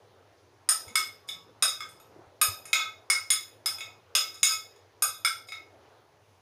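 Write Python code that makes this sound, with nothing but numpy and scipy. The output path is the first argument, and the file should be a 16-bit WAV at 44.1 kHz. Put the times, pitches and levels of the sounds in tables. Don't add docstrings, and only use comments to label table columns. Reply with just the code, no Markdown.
import sys
import numpy as np
from scipy import signal
from scipy.fft import rfft, irfft
from scipy.io import wavfile

SR = 44100
rng = np.random.default_rng(int(sys.argv[2]) if len(sys.argv) > 2 else 0)


def invert_db(x):
    u = np.asarray(x, float) / 20
    return 10 ** u


def store_wav(level_fs):
    pcm = np.round(np.clip(np.atleast_2d(level_fs), -1, 1) * 32767)
    wavfile.write(sys.argv[1], SR, pcm.T.astype(np.int16))


N = 282676

# (time [s], crack [dB], knock [dB], low, middle, high mode family [dB])
PLATE_TAPS = [(0.689, -8, -42.5, -28.5, -57.5, -43.5), (0.88, -35, -54.5, -71, -46.5, -76),
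              (0.955, -5.5, -52, -24, -20.5, -54.5), (1.288, -23, -64, -67.5, -37.5, -48),
              (1.624, -5.5, -35.5, -24, -57.5, -26.5), (1.805, -25, -67, -34.5, -36, -53),
              (1.889, -40, -62.5, -56.5, -71, -69), (1.999, -42, -58.5, -52.5, -74, -64),
              (2.414, -6.5, -34, -23.5, -34, -24.5), (2.654, -29, -63.5, -48, -50.5, -50),
              (2.73, -5, -42.5, -27.5, -18.5, -21), (3.1, -6, -42, -23.5, -17, -45.5),
              (3.303, -6.5, -66, -36.5, -25, -37), (3.659, -9.5, -43, -32, -34.5, -42),
              (3.783, -37, -60, -49, -45, -46), (3.806, -26, -58.5, -47.5, -34.5, -39),
              (4.151, -2.5, -35.5, -30, -42.5, -30.5), (4.343, -36, -56, -52.5, -60, -63),
              (4.43, -2.5, -54, -36.5, -25.5, -30), (4.76, -46.5, -57.5, -66, -68.5, -67.5),
              (5.022, -11.5, -38.5, -25, -40.5, -31.5), (5.248, -9.5, -46, -20.5, -21, -41),
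              (5.486, -35, -56, -56, -42.5, -54), (5.52, -29.5, -58, -43, -33.5, -44)]
PLATE_HZ = [1290, 1540, 2185, 2535]
SPOON_HZ = [3470, 3740, 5060, 5200, 6540, 6780, 7240]
EDGE_HZ = [7850, 8260, 8830, 8965, 9070, 9465, 10100, 11400, 11780, 12200, 13400, 14000, 14200, 14500]
# (spread [Hz], level [dB])
PLATE_MODES = [(68, -2), (31, -12.5), (55, -2), (45, 0)]
SPOON_MODES = [(35, 4.5), (65, 4.5), (60, 3), (90, 1.5), (35, -2), (50, 4.5), (31, -7.5)]
EDGE_MODES = [(120, -12), (54, -9.5), (40, -5.5), (40, 1), (40, -5.5), (50, 1), (44, -2.5), (87, -1),
              (120, -5), (59, -4.5), (52, -11), (43, -4), (60, -1.5), (37, -5)]


def rms_one(x):
    return x / np.sqrt(np.mean(x ** 2) + 1e-20)


def at_hz(points, hz):
    points_hz, value = np.array(points).T
    return np.interp(np.log(hz), np.log(points_hz), value)


def colour(x, spectrum):
    hz = np.fft.rfftfreq(N, 1 / SR) + 1
    return irfft(rfft(x) * invert_db(at_hz(spectrum, hz)), N)


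def in_time(rows):
    s, *columns = np.transpose(rows)
    return [np.interp(np.arange(N) / SR, s, c) for c in columns]


def drift(rate_hz):
    r = np.exp(-80 * np.pi * rate_hz / SR)
    white = rng.standard_normal(N // 40 + 2002)
    slow = signal.lfilter([1], [1, -2 * r, r * r], white)[2000:]
    return np.interp(np.arange(N) / 40, np.arange(len(slow)), rms_one(slow))


def resonate(x, hz, width_hz):
    r = np.exp(-np.pi * width_hz / SR)
    poles = [1, -2 * r * np.cos(2 * np.pi * hz / SR), r * r]
    return signal.lfilter([(1 - r * r) / 2, 0, (r * r - 1) / 2], poles, x)


def bands(length):
    edges_hz = 25 * 2 ** np.arange(0, 9.6, .5)
    white = rng.standard_normal((2, length))
    for k, (low, high) in enumerate(zip(edges_hz, edges_hz[1:])):
        sos = signal.butter(2, [low, high], "band", fs=SR, output="sos")
        yield np.sqrt(low * high), signal.sosfilt(sos, white[k % 2])


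def add(out, sound, s):
    i = round(s * SR)
    out[i:i + len(sound)] += sound[:N - i]


def house():
    # (time [s], rumble [dB], street murmur [dB])
    house_levels = [(0.0, -65.5, -61), (0.19, -68, -63), (0.41, -69, -64.5), (0.69, -73, -64.5),
                    (0.87, -68.5, -58), (1.02, -69.5, -60.5), (1.21, -64, -60), (1.43, -60, -63),
                    (1.71, -63.5, -61), (2.11, -62, -59.5), (2.21, -58, -58.5), (2.37, -69.5, -62),
                    (2.52, -67, -57.5), (2.64, -64.5, -59.5), (3.25, -82.5, -63), (3.52, -68.5, -61),
                    (3.78, -67.5, -60.5), (3.89, -67.5, -59), (4.03, -67.5, -62.5), (4.41, -77.5, -64),
                    (4.71, -73, -62), (4.82, -75.5, -63), (5.07, -67, -65), (5.25, -74, -63),
                    (5.48, -77, -63.5), (5.62, -73, -62), (5.89, -72.5, -59.5), (6.12, -72, -65.5),
                    (6.41, -69.5, -65)]
    # (frequency [Hz], level [dB per Hz])
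    air_spectrum = [(25, -30.5), (60, -25), (110, -10), (200, -15.5), (420, -2), (800, -6.5), (1300, -12),
                    (2500, -19.5), (6500, -25.5), (7600, -34.5), (10500, -34.5), (13000, -40), (15000, -33),
                    (16500, -40.5)]
    # (time [s], frequency [Hz], level [dB])
    far_tone = [
        (1.18, 1120, -99),
        (1.25, 1120, -58.5),
        (1.45, 1120, -63.5),
        (1.55, 1120, -87),
    ]
    rumble_db, street_db = [c - np.median(c) for c in in_time(house_levels)]
    air = 0
    for hz, noise in bands(N):
        share = min(1000 / hz, 1)
        swell_db = rumble_db if hz < 220 else street_db * share
        air = air + noise * invert_db(swell_db + (.8 + 1.7 * share) * drift(6))
    air = invert_db(-59.5) * rms_one(colour(air, air_spectrum))

    white = rng.standard_normal(N)
    hum_hz, hum_width_hz, hum_db = 99, 25, -67.5
    hum = resonate(resonate(white, hum_hz, hum_width_hz), hum_hz, hum_width_hz)
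    hum = invert_db(hum_db) * rms_one(hum)
    whine_hz, whine_width_hz, whine_db = 10350, 60, -89
    whine = invert_db(whine_db + 1.5 * drift(3)) * rms_one(resonate(white, whine_hz, whine_width_hz))
    tone_hz, tone_db = in_time(far_tone)
    tone = invert_db(tone_db + 3.0 * drift(14)) * np.sin(2 * np.pi * np.cumsum(tone_hz) / SR)
    return air + hum + whine + tone


def cracks():
    # (frequency [Hz], level [dB per Hz])
    crack_spectrum = [(700, -39), (1100, -17), (2000, -12.5), (4000, -14), (7000, -13.5), (10000, -15.5),
                      (13000, -22), (16500, -23)]
    knock_band_hz = [450, 930]
    t = np.arange(SR // 20) / SR
    crack, knock = np.zeros(N), np.zeros(N)
    crack_shape = np.exp(-t / 0.0032) * (1 - np.exp(-t / 0.001))
    knock_shape = np.exp(-t / .006)
    white = rng.standard_normal((len(PLATE_TAPS), 2, len(t)))
    for (s, crack_db, knock_db, *_), bursts in zip(PLATE_TAPS, white):
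        add(crack, invert_db(crack_db + 4) * bursts[0] * crack_shape, s)
        add(knock, invert_db(knock_db + 13.5) * bursts[1] * knock_shape, s)
    knock_sos = signal.butter(3, knock_band_hz, "band", fs=SR, output="sos")
    crack_sos = signal.butter(4, 800, "high", fs=SR, output="sos")
    knock = signal.sosfilt(knock_sos, knock + 1e-18)
    return signal.sosfilt(crack_sos, colour(crack, crack_spectrum)) + knock


def struck(levels_db, hz, modes, family_hz, t60_s, offset_db, scatter_db):
    hz = np.array(hz)
    spread_hz, mode_db = np.transpose(modes)
    family = np.searchsorted(family_hz, hz)
    out, t = np.zeros(N), np.arange(SR // 5) / SR
    fading = invert_db(-60 * t / t60_s * (hz[:, None] / hz[0]) ** .15)
    fading = fading * (1 - np.exp(-t / .001))
    chance = rng.standard_normal((len(levels_db), 2, 3, len(hz)))
    for (s, *_), family_db, (tune, strength) in zip(PLATE_TAPS, levels_db, chance):
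        gains = invert_db(family_db[family] + mode_db + offset_db + scatter_db * strength)
        phases = 2 * np.pi * (hz + .5 * spread_hz * tune)[..., None] * t
        triples = gains[..., None] * np.sin(phases.astype(np.float32)) * fading
        add(out, np.sum(triples, axis=(0, 1)), s)
    return out


def plate_ring():
    levels_db = np.array(PLATE_TAPS)[:, 3:]
    return struck(levels_db, PLATE_HZ, PLATE_MODES, family_hz=[1900, 2360],
                  t60_s=0.09, offset_db=-5.5, scatter_db=2.0)


def spoon_ring():
    # (time [s], peak [dB], four mode families from the lowest up [dB])
    spoon_taps = [(0.6913, -15, -40.5, -31, -22, -28.5), (0.8799, -42, -53.5, -63, -56, -52),
                  (0.9577, -15, -28, -32, -23.5, -32.5), (1.291, -23, -36, -35, -38.5, -49.5),
                  (1.6234, -12, -30.5, -21.5, -21, -28), (1.8058, -31, -40, -54, -41.5, -51),
                  (1.8894, -46, -63, -63, -63, -61), (1.9984, -50, -70, -64, -66, -65),
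                  (2.4149, -23, -36.5, -25, -23.5, -28.5), (2.6539, -44, -64.5, -63.5, -52, -46),
                  (2.7297, -11, -27.5, -20.5, -25, -24), (3.0994, -15, -31.5, -35.5, -20.5, -31),
                  (3.3034, -7, -25.5, -27.5, -21.5, -23), (3.6616, -14, -35, -40, -22, -41.5),
                  (3.7853, -33, -43, -54, -47, -48), (3.8038, -29, -43.5, -42, -43, -42.5),
                  (4.152, -10, -23, -25, -18.5, -23), (4.3425, -36, -53, -55.5, -47.5, -50),
                  (4.4308, -8, -26.5, -19, -24, -14.5), (4.7604, -52, -70, -66, -63, -67),
                  (5.0235, -16, -39, -35.5, -27, -26.5), (5.2505, -16, -28, -35, -24, -38.5),
                  (5.4824, -44, -55, -46.5, -55.5, -54), (5.5209, -31, -50.5, -37.5, -43, -56)]
    levels_db = np.array(spoon_taps)[:, 2:]
    return struck(levels_db, SPOON_HZ, SPOON_MODES, family_hz=[3600, 4400, 5900],
                  t60_s=0.056, offset_db=-9, scatter_db=2.0)


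def edge_ring():
    # (time [s], peak [dB], four mode families from the lowest up [dB])
    edge_taps = [(0.6893, -9, -16.5, -22.5, -25, -34), (0.8804, -43.5, -53.5, -58, -65.5, -71),
                 (0.9547, -16, -22, -38, -30.5, -46.5), (1.288, -35, -49.5, -47.5, -55, -63),
                 (1.6237, -11, -21, -22.5, -30, -39), (1.8044, -49, -60, -64, -64, -68),
                 (1.8901, -58, -51, -63, -57, -64), (1.9984, -51, -63, -71, -58, -69),
                 (2.4149, -8, -19.5, -19.5, -21, -28), (2.6539, -33, -43.5, -46, -51.5, -62.5),
                 (2.7292, -23, -33, -42, -46.5, -49), (3.0994, -16, -19, -30, -34.5, -40),
                 (3.3034, -12, -21.5, -21.5, -26.5, -39.5), (3.6586, -18, -30, -29, -36.5, -45),
                 (3.7844, -42, -56, -50, -59, -58), (3.8038, -43, -57, -57, -71, -61.5),
                 (4.151, -14, -21.5, -27, -32, -40.5), (4.3424, -44, -55.5, -59, -60.5, -72.5),
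                 (4.4293, -16.5, -18.5, -29.5, -30.5, -37.5), (4.7604, -68, -83, -78, -87, -82),
                 (5.023, -7.5, -20.5, -24.5, -25.5, -33.5), (5.248, -28, -27, -45, -32, -56),
                 (5.4854, -43, -57, -60, -65, -71), (5.5199, -42.5, -58, -59, -65, -67)]
    levels_db = np.array(edge_taps)[:, 2:]
    return struck(levels_db, EDGE_HZ, EDGE_MODES, family_hz=[9250, 10700, 13000],
                  t60_s=.07, offset_db=-10, scatter_db=5.0)


def drags():
    # (start [s], length [s], plate [dB], spoon [dB])
    drag_strokes = [(.7, 0.078, -66, -44.5), (0.836, 0.071, -47.5, -75.5), (0.976, .05, -42, -58.5),
                    (1.272, 0.035, -41.5, -44), (1.655, 0.055, -32.5, -39), (1.872, 0.11, -69, -71.5),
                    (2.428, 0.083, -52, -45.5), (2.63, 0.059, -53, -67), (2.738, 0.075, -22.5, -73),
                    (3.113, 0.033, -32, -43), (3.309, 0.042, -28.5, -55), (3.685, 0.041, -54, -65.5),
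                    (3.743, 0.13, -49, -74), (4.162, 0.07, -30.5, -41.5), (4.3, 0.12, -59.5, -58.5),
                    (4.452, 0.084, -26, -31.5), (5.031, 0.072, -33.5, -62), (5.262, 0.049, -47, -53),
                    (5.464, 0.036, -66.5, -55)]
    t, ramp_s = np.arange(N) / SR, 0.016
    hits = rng.random(N) < 1500 / SR
    hits = hits * invert_db(3.7 * np.minimum(rng.exponential(1, N), 4))
    chatter = rms_one(hits * rng.choice([-1, 1], N))
    bodies = ((2, PLATE_HZ + SPOON_HZ[:2], PLATE_MODES + SPOON_MODES[:2], 17.0),
              (3, SPOON_HZ[2:] + EDGE_HZ[:-4], SPOON_MODES[2:] + EDGE_MODES[:-4], 55.0))
    out = 0
    for column, modes_hz, modes, width_hz in bodies:
        stroke = 0
        for row in drag_strokes:
            start_s, length_s = row[:2]
            to_end_s = np.minimum(t - start_s, start_s + length_s - t)
            stroke = stroke + invert_db(row[column]) * np.clip(to_end_s / ramp_s, 0, 1)
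        push = chatter * stroke + 1e-18
        for hz, (_, db) in zip(modes_hz, modes):
            tilt_db = -6.0 * np.log2(hz / modes_hz[0])
            out = out + invert_db(db + 14.5 + tilt_db) * resonate(push, hz, width_hz)
    return out


def kitchen(x, count=4):
    # (frequency [Hz], t60 [s])
    room_t60 = [(500, 0.37), (2000, 0.31), (6000, 0.35), (11000, 0.17), (16000, 0.42)]
    switch_s = [.69, .881, .956, 1.291, 1.624, 1.805, 1.89, 1.999, 2.415, 2.654, 2.73, 3.1, 3.304, 3.661,
                3.785, 3.806, 4.152, 4.343, 4.43, 4.761, 5.023, 5.249, 5.486, 5.52]
    t, out = np.arange(SR * 3 // 5) / SR, 0
    turn = np.searchsorted(np.array(switch_s) - .01, np.arange(N) / SR) % count
    for k in range(count):
        tail = 0
        for hz, noise in bands(len(t)):
            if hz > 300:
                tail = tail + noise * invert_db(-60 * t / at_hz(room_t60, hz))
        tail = tail * (1 - np.exp(-t / .003))
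        tail = tail / np.sqrt(np.sum(tail ** 2))
        out = out + signal.fftconvolve(x * (turn == k), tail)[:N]
    return out


def thuds():
    # (time [s], peak [dB], frequency [Hz])
    soft_knocks = [
        (0.87, -45, 91.5),
        (0.909, -43.5, 229),
        (2.161, -37.5, 360),
        (2.19, -36.5, 351),
        (2.271, -48, 96.9),
        (2.484, -34, 95),
        (4.422, -46, 155),
    ]
    t, out = np.arange(SR // 8) / SR, np.zeros(N)
    for s, peak_db, hz in soft_knocks:
        shape = np.exp(-t * hz / 2.0) * (1 - np.exp(-t / .003))
        add(out, invert_db(peak_db) * np.sin(2 * np.pi * hz * t) * shape, s)
    return out


def scene():
    contact = cracks()
    ringing = plate_ring() + spoon_ring() + edge_ring() + drags()
    room_db = 2.5
    echoes = invert_db(room_db) * kitchen(ringing + contact)
    lasting = ringing + echoes + thuds() + house()
    top_cut = signal.cheby2(14, 50, 15800, fs=SR, output="sos")
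    return (signal.sosfilt(top_cut, lasting) + contact)[None]


def roll_off(x):
    return signal.sosfilt(signal.butter(12, 16810, fs=SR, output="sos"), x)


def record(dry):
    top_cut = signal.cheby2(10, 60, 16900, fs=SR, output="sos")
    return roll_off(signal.sosfilt(top_cut, dry))


dry = scene()
out = record(dry)
store_wav(out)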